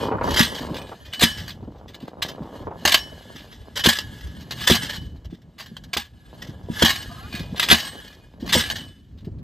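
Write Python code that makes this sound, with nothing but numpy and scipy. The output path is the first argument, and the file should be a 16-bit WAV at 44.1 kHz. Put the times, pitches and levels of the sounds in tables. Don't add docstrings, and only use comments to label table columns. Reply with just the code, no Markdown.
import sys
import numpy as np
from scipy import signal
from scipy.fft import rfft, irfft
from scipy.io import wavfile
from scipy.ndimage import uniform_filter1d

SR = 44100
rng = np.random.default_rng(int(sys.argv[2]) if len(sys.argv) > 2 else 0)


def waveform_to_disk(signal):
    frames = np.transpose(np.atleast_2d(signal))
    scaled = np.clip(frames, -1, 1) * 32767
    samples = np.round(scaled).astype(np.int16)
    wavfile.write(sys.argv[1], SR, samples)


N = 415863

# start in seconds, blow level in dB,
# tyre air in dB over the blow, settled note of the rim seat in Hz, rub level of the rebound in dB.
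BLOWS = [(0.391, -20, 15.5, 290, -46.5), (1.222, -11, 5, 332, -36.5), (2.852, -11, -14, 595, -49),
         (3.859, -9, 3, 339, -38.5), (4.7, -5.5, 1.5, 356.4, -32), (5.966, -17.5, -10, 813, -59),
         (6.687, -24.5, 9, 300, -47.5), (6.822, -5, -1, 330, -42), (7.686, -23.5, -0.5, 1014, -44),
         (7.713, -10, 2, 337, -36.5), (8.552, -7.5, -3, 481, -35)]
# pitch in Hz, relative drive in dB, 60 dB decay time in seconds.
BAR_MODES = [(2992, 0, .45), (5495, 0, .25), (8190, 0, .45)]


def undb(db):
    return 10 ** (np.asarray(db) / 20)


def unit(x):
    return x / np.sqrt(np.mean(x ** 2))


def curve(table):
    s, *columns = np.transpose(table)
    return [np.interp(np.arange(N) / SR, s, column) for column in columns]


def on_hz(table):
    hz, value = np.transpose(table)
    bins_hz = np.fft.rfftfreq(N + 1, 1 / SR)
    return np.interp(np.log(bins_hz + 1), np.log(hz), value)


def colour(x, gain):
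    return irfft(rfft(x, N + 1) * gain, N + 1)[..., :N]


def band(x, lo_hz, hi_hz, order=2):
    edges_hz = [lo_hz, min(hi_hz, .45 * SR)]
    return signal.sosfilt(signal.butter(order, edges_hz, "band", fs=SR, output="sos"), x)


def walk(rate):
    k = int(SR / rate)
    levels = rng.standard_normal(N // k + 1)
    return 0.98 * uniform_filter1d(np.repeat(levels, k), k)[:N]


def add(track, s, shape):
    i = int(s * SR)
    track[i:i + len(shape)] += shape[:N - i]


def ring(force, modes, wander_db=0):
    out = 0
    for hz, db, t60 in modes:
        radius = np.exp(-np.log(1000) / (max(t60, .01) * SR))
        w = 2 * np.pi * hz / SR
        drive = force * undb(db + wander_db * walk(9))
        out = out + signal.lfilter([np.sin(w)], [1, -2 * radius * np.cos(w), radius ** 2], drive)
    return out


def grit(rate, spread_db):
    return unit(rng.standard_normal(N) * undb(spread_db * walk(rate)))


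def lot():
    return undb(-73.5) * unit(band(rng.standard_normal(N), 300, 2700, order=1))


def pops():
    pops_per_s, spread_db = 500, 3.2
    when, size, sign = rng.random((int(pops_per_s * N / SR), 3)).T
    out = np.zeros(N)
    out[(when * N).astype(int)] = np.sign(sign - .5) * undb(-spread_db * np.log(1 - size))
    return out * undb(2 * walk(13))


def wind():
    # time in seconds, rumble in dB, flutter in dB.
    gusts = [(0, -37.5, -25.5), (.3, -30, -27), (.44, -36.5, -37.5), (.74, -43, -31), (1.0, -51, -52),
             (1.4, -41, -50), (2.1, -49, -46.5), (2.4, -46, -38), (2.7, -43.5, -38.5), (2.9, -47.5, -49.5),
             (3.5, -48.5, -49.5), (3.86, -47, -55), (4.05, -41, -55.5), (4.78, -39, -49), (5.2, -40, -61),
             (5.45, -54.5, -64.5), (5.83, -47.5, -58), (6.1, -56, -63.5), (6.46, -43.5, -47.5),
             (7.14, -42, -54.5), (7.7, -41.5, -41), (8.3, -48, -60), (8.5, -37.5, -44), (8.85, -40.5, -52),
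             (9.03, -49, -82), (9.25, -38.5, -67.5)]
    rumble_db, flutter_db = curve(gusts)
    rumble = 0
    for lo_hz, hi_hz, db, rate in [(45, 93.6, -1.5, 16), (82, 187, -3.5, 12), (160, 286, -8.5, 55)]:
        noise = unit(band(rng.standard_normal(N), lo_hz, hi_hz))
        rumble = rumble + undb(db + 4.5 * walk(rate)) * noise
    eddies = pops()
    low = unit(band(eddies, 150, 800, order=3))
    high = unit(band(eddies, 650, 1000, order=3))
    reach = undb(np.clip(0.8 * (flutter_db + 20.5), -18, 0))
    return undb(rumble_db) * rumble + undb(flutter_db) * (low + reach * high)


def puffs():
    # start in seconds, relative level in dB, centre in Hz.
    puff_rows = [(0.064, -17, 158), (0.115, -10, 760), (0.18, -20, 880), (0.209, -13.5, 890),
                 (0.27, -14.5, 750), (0.607, -16.5, 172), (0.705, -12.5, 198), (0.791, -29, 940),
                 (0.915, -22.5, 754), (1.622, -25, 200), (1.671, -21, 259), (1.75, -34.5, 600),
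                 (2.026, -22.5, 218), (2.404, -15.5, 174), (2.602, -25, 215), (2.668, -19, 610),
                 (2.707, -21, 650), (3.116, -30, 408), (3.25, -33.5, 284), (3.345, -27, 183),
                 (5.324, -21, 208), (5.708, -25, 161), (6.486, -21.5, 153), (7.242, -24.5, 148),
                 (7.336, -16.5, 146), (7.395, -18, 164), (7.522, -16, 165), (8.422, -17.5, 237),
                 (8.444, -29, 397), (9.269, -17.5, 193.5)]
    out = np.zeros(N)
    t = np.arange(SR // 10) / SR
    swell = t / 0.0062 * np.exp(1 - t / 0.0072)
    noise = rng.standard_normal((len(puff_rows), len(t)))
    for (s, db, hz), air in zip(puff_rows, noise):
        lumps = unit(band(air, .45 * hz, 1.6 * hz, order=3))
        add(out, s, undb(db - 12.0) * swell * lumps)
    return out


def squeak():
    # time in seconds, pitch in Hz, level in dB before the partials' own levels.
    glide = [(7.09, 683, -51), (7.196, 727, -49), (7.3, 888, -50)]
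    hz, db = curve(glide)
    t = np.arange(N) / SR
    on = np.clip(np.minimum(t - glide[0][0], glide[-1][0] - t) / 0.0067, 0, 1)
    turns = np.cumsum(hz) / SR
    notes = 0
    for ratio, share_db in [(1, 3), (1.45, 0), (1.75, 2), (2.2, -4)]:
        notes = notes + undb(share_db) * walk(90) * np.sin(2 * np.pi * ratio * turns)
    return on * undb(db) * notes


def tyre():
    # pitch in Hz, relative drive in dB, 60 dB decay time in seconds.
    carcass = [(80, -11.5, 0.24), (367.3, -5, 0.05), (500, 0, 0.018), (680, -6.5, 0.052), (965, -9.5, 0.15)]
    # pitch in Hz, relative drive in dB, 60 dB decay time in seconds.
    tyre_air = [(180, -7, 0.1), (230, -2, .12), (274, -2, 0.019)]
    air_lag_s = .013
    push, squeeze, seat = np.zeros((3, N))
    t = np.arange(SR // 20) / SR
    for s, db, air_db, hz, _ in BLOWS:
        add(push, s, undb(db) * unit(np.hanning(int(0.00092 * SR))))
        add(squeeze, s + air_lag_s, undb(db + air_db) * np.hanning(int(0.0019 * SR)))
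        turns = hz * (t + .003 * (1 - np.exp(-t / .004)))
        add(seat, s, undb(db - 60 * t / 0.12) * np.sin(2 * np.pi * turns))
    thud = undb(-34.5) * ring(push, carcass)
    air = undb(-34.5) * ring(squeeze, tyre_air)
    return thud + air + undb(-7.5) * seat


def singing():
    # start in seconds, then drive in dB of its lowest, second
    free_bar = [(.0094, -41.5, -48, -52.5), (0.421, -34, -42, -31), (0.7764, -44, -66, -48),
                (1.1278, -29, -61, -47), (1.2407, -23, -36, -31), (1.3194, -52, -38, -46),
                (2.219, -47.5, -54, -51.5), (2.991, -33, -33, -45.5), (3.7958, -29.5, -40, -53),
                (4.723, -26, -33, -29.5), (4.9495, -36.5, -49, -63), (6.9614, -39.5, -45, -44.5),
                (7.7295, -26.5, -41, -34.5), (7.85, -41.5, -62, -38), (8.5561, -28, -29, -26),
                (8.79, -38, -62, -45.5)]
    # start in seconds, drive in dB.
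    touches = [(0.0094, -42), (0.7715, -45.5), (1.049, -52.5), (7.236, -50.5), (7.3256, -36),
               (8.075, -56.5), (8.209, -59)]
    # pitch in Hz, relative drive in dB, 60 dB decay time in seconds.
    disc = [(2460, 0, .5), (4400, -7, .4)]
    bar_ticks = np.zeros((len(BAR_MODES), N))
    disc_ticks = np.zeros(N)
    for s, *notes_db in free_bar:
        for track, db in zip(bar_ticks, notes_db):
            add(track, s, undb([db]))
    for s, db in touches:
        add(disc_ticks, s, undb([db]))
    bar = sum(ring(track, [mode]) for track, mode in zip(bar_ticks, BAR_MODES))
    return bar + ring(disc_ticks, disc)


def slide_db():
    # time in seconds, rub level in dB.
    drag = [(0, -36.5), (.12, -65), (.3, -51), (.85, -52), (1.1, -60.5), (1.7, -73.5), (2.38, -67),
            (2.56, -52.5), (2.7, -69.5), (2.82, -51.5), (3.4, -54.5), (3.65, -62), (4.15, -49.5),
            (4.49, -59), (4.62, -37.5), (5.0, -61), (5.36, -81), (5.75, -61.5), (6.05, -75), (6.4, -54),
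            (6.66, -63), (6.81, -32), (7.1, -49), (7.5, -55.5), (8.0, -49), (8.4, -72), (8.75, -49),
            (9.0, -70), (9.43, -91)]
    rise_s, hold_s, fall_db_per_s = 0.03, 0.037, 115.5
    t = np.arange(N) / SR
    power = undb(2 * curve(drag)[0])
    for s, *_, rebound_db in BLOWS:
        fade_db = fall_db_per_s * np.maximum(t - s - rise_s - hold_s, 0)
        rebound = np.clip((t - s) / rise_s, 0, 1) * undb(rebound_db - fade_db)
        power = power + rebound ** 2
    return 10 * np.log10(power)


def loose_ticks(rub_db):
    ticks_per_s, over_rub_db, spread_db = 30, 8.5, 1.8
    fall_db = 6
    when, size = rng.random((int(ticks_per_s * N / SR), 2)).T
    db = rub_db[(when * N).astype(int)] + over_rub_db - spread_db * np.log(1 - size)
    return [(s, d, fall_db) for s, d in zip(when * N / SR, db)]


def thicket(x):
    t60_s = .05
    t = np.arange(SR // 10) / SR
    place = np.pi * walk(8)
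    out = 0
    for share in (np.cos(place), np.sin(place)):
        modes = unit(rng.standard_normal(len(t)) * undb(-60 * t / t60_s)) / np.sqrt(len(t))
        out = out + signal.fftconvolve(x * share, modes)[:N]
    return out


def steel():
    # start in seconds, knock level in dB before mixing, fall of the rattle in dB
    # per 10 ms (raised to at least 1.8 below).
    knock_rows = [(.2297, -25, -1.5), (.3037, -17.5, 3.5), (.3358, -19.5, -1), (.3607, -8, 4),
                  (.374, -5.5, 4), (.3918, -9.5, 2), (.5071, -36, 6), (.5448, -22, 2), (.7417, -28.5, 2.5),
                  (.7656, -23.5, 12.5), (1.048, -37, 0.5), (1.1318, -21, 3.5), (1.1939, -16, 10),
                  (1.207, -2, 4.5), (1.2232, -2, 4), (1.3113, -44, -1), (1.3741, -25, 1.5),
                  (1.479, -21, 5.5), (1.4916, -26.5, 5.5), (1.877, -35.5, 2.5), (1.9444, -27.5, 15),
                  (1.9995, -34.5, 2.5), (2.0788, -29.5, 14), (2.2193, -10.5, 5), (2.2813, -19.5, 4.5),
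                  (2.8512, 3.5, 8.5), (2.8733, -5, 2.5), (2.9181, -9.5, 5.5), (2.9411, -2.5, 9.5),
                  (2.9731, -21, 5.5), (3.1996, -41, 14), (3.3483, -32.5, -0.5), (3.512, -34, 3.5),
                  (3.7556, -15, 1.5), (3.7658, -15.5, 5.5), (3.8387, -5.5, 4.5), (3.8596, -0.5, 8.5),
                  (3.8851, -6, 3), (3.9189, -15, 4.5), (3.986, -16.5, 13), (4.0036, -23.5, 7),
                  (4.4054, -33, 4.5), (4.508, -16.5, 4.5), (4.5773, -29.5, 2), (4.6045, -22, 5.5),
                  (4.6692, -3.5, 3), (4.6972, -3.5, 4), (4.8177, -19.5, 2.5), (4.8425, -21, 12),
                  (4.8934, -17.5, 4.5), (4.93, -21, 4), (5.244, -40.5, 9), (5.299, -43.5, 2.5),
                  (5.4176, -47, 10.5), (5.581, -29.5, 5.5), (5.595, -21, 4.5), (5.659, -37.5, 5.5),
                  (5.767, -23.5, 21.5), (5.8376, -25, 16), (5.932, -12.5, 9), (5.9683, -10, 5.5),
                  (5.979, -23, 5), (6.4183, -31.5, 4), (6.7957, -16, 4.5), (6.823, 0.5, 8.5),
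                  (6.8454, -4, 2.5), (6.8872, -14, 5), (6.9567, -18.5, 6), (7.325, -22, 5),
                  (7.3508, -26, -0.5), (7.3945, -24.5, 17), (7.5599, -23, -1), (7.596, -6.5, 6.5),
                  (7.6222, -8.5, 4), (7.6871, -1.5, 13), (7.6967, -3, 1), (7.7114, -6.5, 6),
                  (7.8466, -31.5, 3), (8.3978, -35, -2), (8.4552, -25.5, -4.5), (8.4907, -17.5, 4.6),
                  (8.523, -3.5, 2.5), (8.552, -2.5, 12), (8.5734, -13, 2), (8.7, -8, 9.5),
                  (8.754, -22.5, 3.5), (8.784, -25.5, 14), (8.88, -40, 6), (9.1745, -47.5, 3.5),
                  (9.2458, -39.5, 7.5), (9.3842, -51, 9)]
    # pitch in Hz, relative drive in dB,
    # 60 dB decay time in seconds.
    steel_modes = [(895, -15, .06), (1660, -9, .12), (1692, -4, .2), (1725, -6, .14), (1770, -9, .1),
                   (1830, -11, .07), (2060, -11, .05), (2170, -10, .07), (2963, -4, .14), (3100, -6, .1),
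                   (3260, -6, .09), (3420, -8, .07), (3520, -5, .08), (3835, -5, .08), (4190, -9, .09),
                   (4270, -10, .08), (4750, -10, .09), (5017, -11, .1), (5150, -14, .08), (6290, -15, .08),
                   (6780, -17, .07), (7560, -20, .08)]
    # frequency in Hz, gain in dB.
    contact_tone = [(300, -17), (700, -9.5), (1100, -2.5), (1450, -10), (1750, 4.5), (2100, 0),
                    (2550, -4.5), (3200, 3), (5000, -2.5), (7000, -11.5), (9000, -16)]
    treble_db, treble_per_db, treble_scatter_db = -15, 0.73, 3.5
    body, treble = np.zeros((2, N))
    steps = np.arange(SR // 2) / (SR / 100)
    rub_db = slide_db()
    knocks = knock_rows + loose_ticks(rub_db)
    for (s, db, fall_db), chance in zip(knocks, rng.standard_normal(len(knocks))):
        fall_db = max(fall_db, 1.8)
        burst = undb(db - steps * fall_db) * np.minimum(steps * fall_db / 1.5, 1)
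        burst = burst + undb(db - 12.0 + 0.46 * fall_db - 180 * steps)
        add(body, s, burst)
        add(treble, s, burst * undb(treble_db + treble_per_db * db + treble_scatter_db * chance))
    chatter = grit(300, 4.53) * undb(1.8 * walk(110))
    rub = grit(60, 2) * undb(rub_db)
    rattle = body * chatter
    clatter = colour(undb(-6) * rattle + rub, undb(on_hz(contact_tone)))
    clatter = clatter + undb(2) * thicket(clatter)
    hiss = band(treble * chatter + undb(-5) * rub, 5200, 13000, order=3)
    rings = ring(undb(-45.5) * rattle + undb(-29) * rub, steel_modes, wander_db=1)
    rubbed_bar = ring(undb(-48.0) * rub, BAR_MODES[:1])
    return clatter + hiss + rings + rubbed_bar


def scene():
    # frequency in Hz, side share in dB before its random drift.
    side_share = [(40, -19), (125, -11), (250, -13), (700, -8), (1500, 0), (2000, -5), (2500, -13),
                  (7000, -13), (9000, -7)]
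    mid = lot() + wind() + puffs() + squeak() + tyre() + singing() + steel()
    side = walk(43) * colour(mid, 1j * undb(on_hz(side_share)))
    return np.array([mid + side, mid - side])


def record(dry):
    # frequency in Hz, lead of the left port in radians.
    left_lead = [(7500, 0), (8200, -1.7), (9500, -2.85), (10400, -3.4), (11500, -5.2), (12500, -6),
                 (14000, -6.7), (15500, -8.5)]
    turn = np.exp(.5j * on_hz(left_lead))
    ports = colour(dry, np.array([turn, turn.conj()]))
    ports = signal.sosfilt(signal.butter(2, 40, "high", fs=SR, output="sos"), ports)
    top_hz = 15300
    return signal.sosfilt(signal.ellip(10, .2, 90, top_hz, fs=SR, output="sos"), np.tanh(ports))


dry = scene()
out = record(dry)
waveform_to_disk(out)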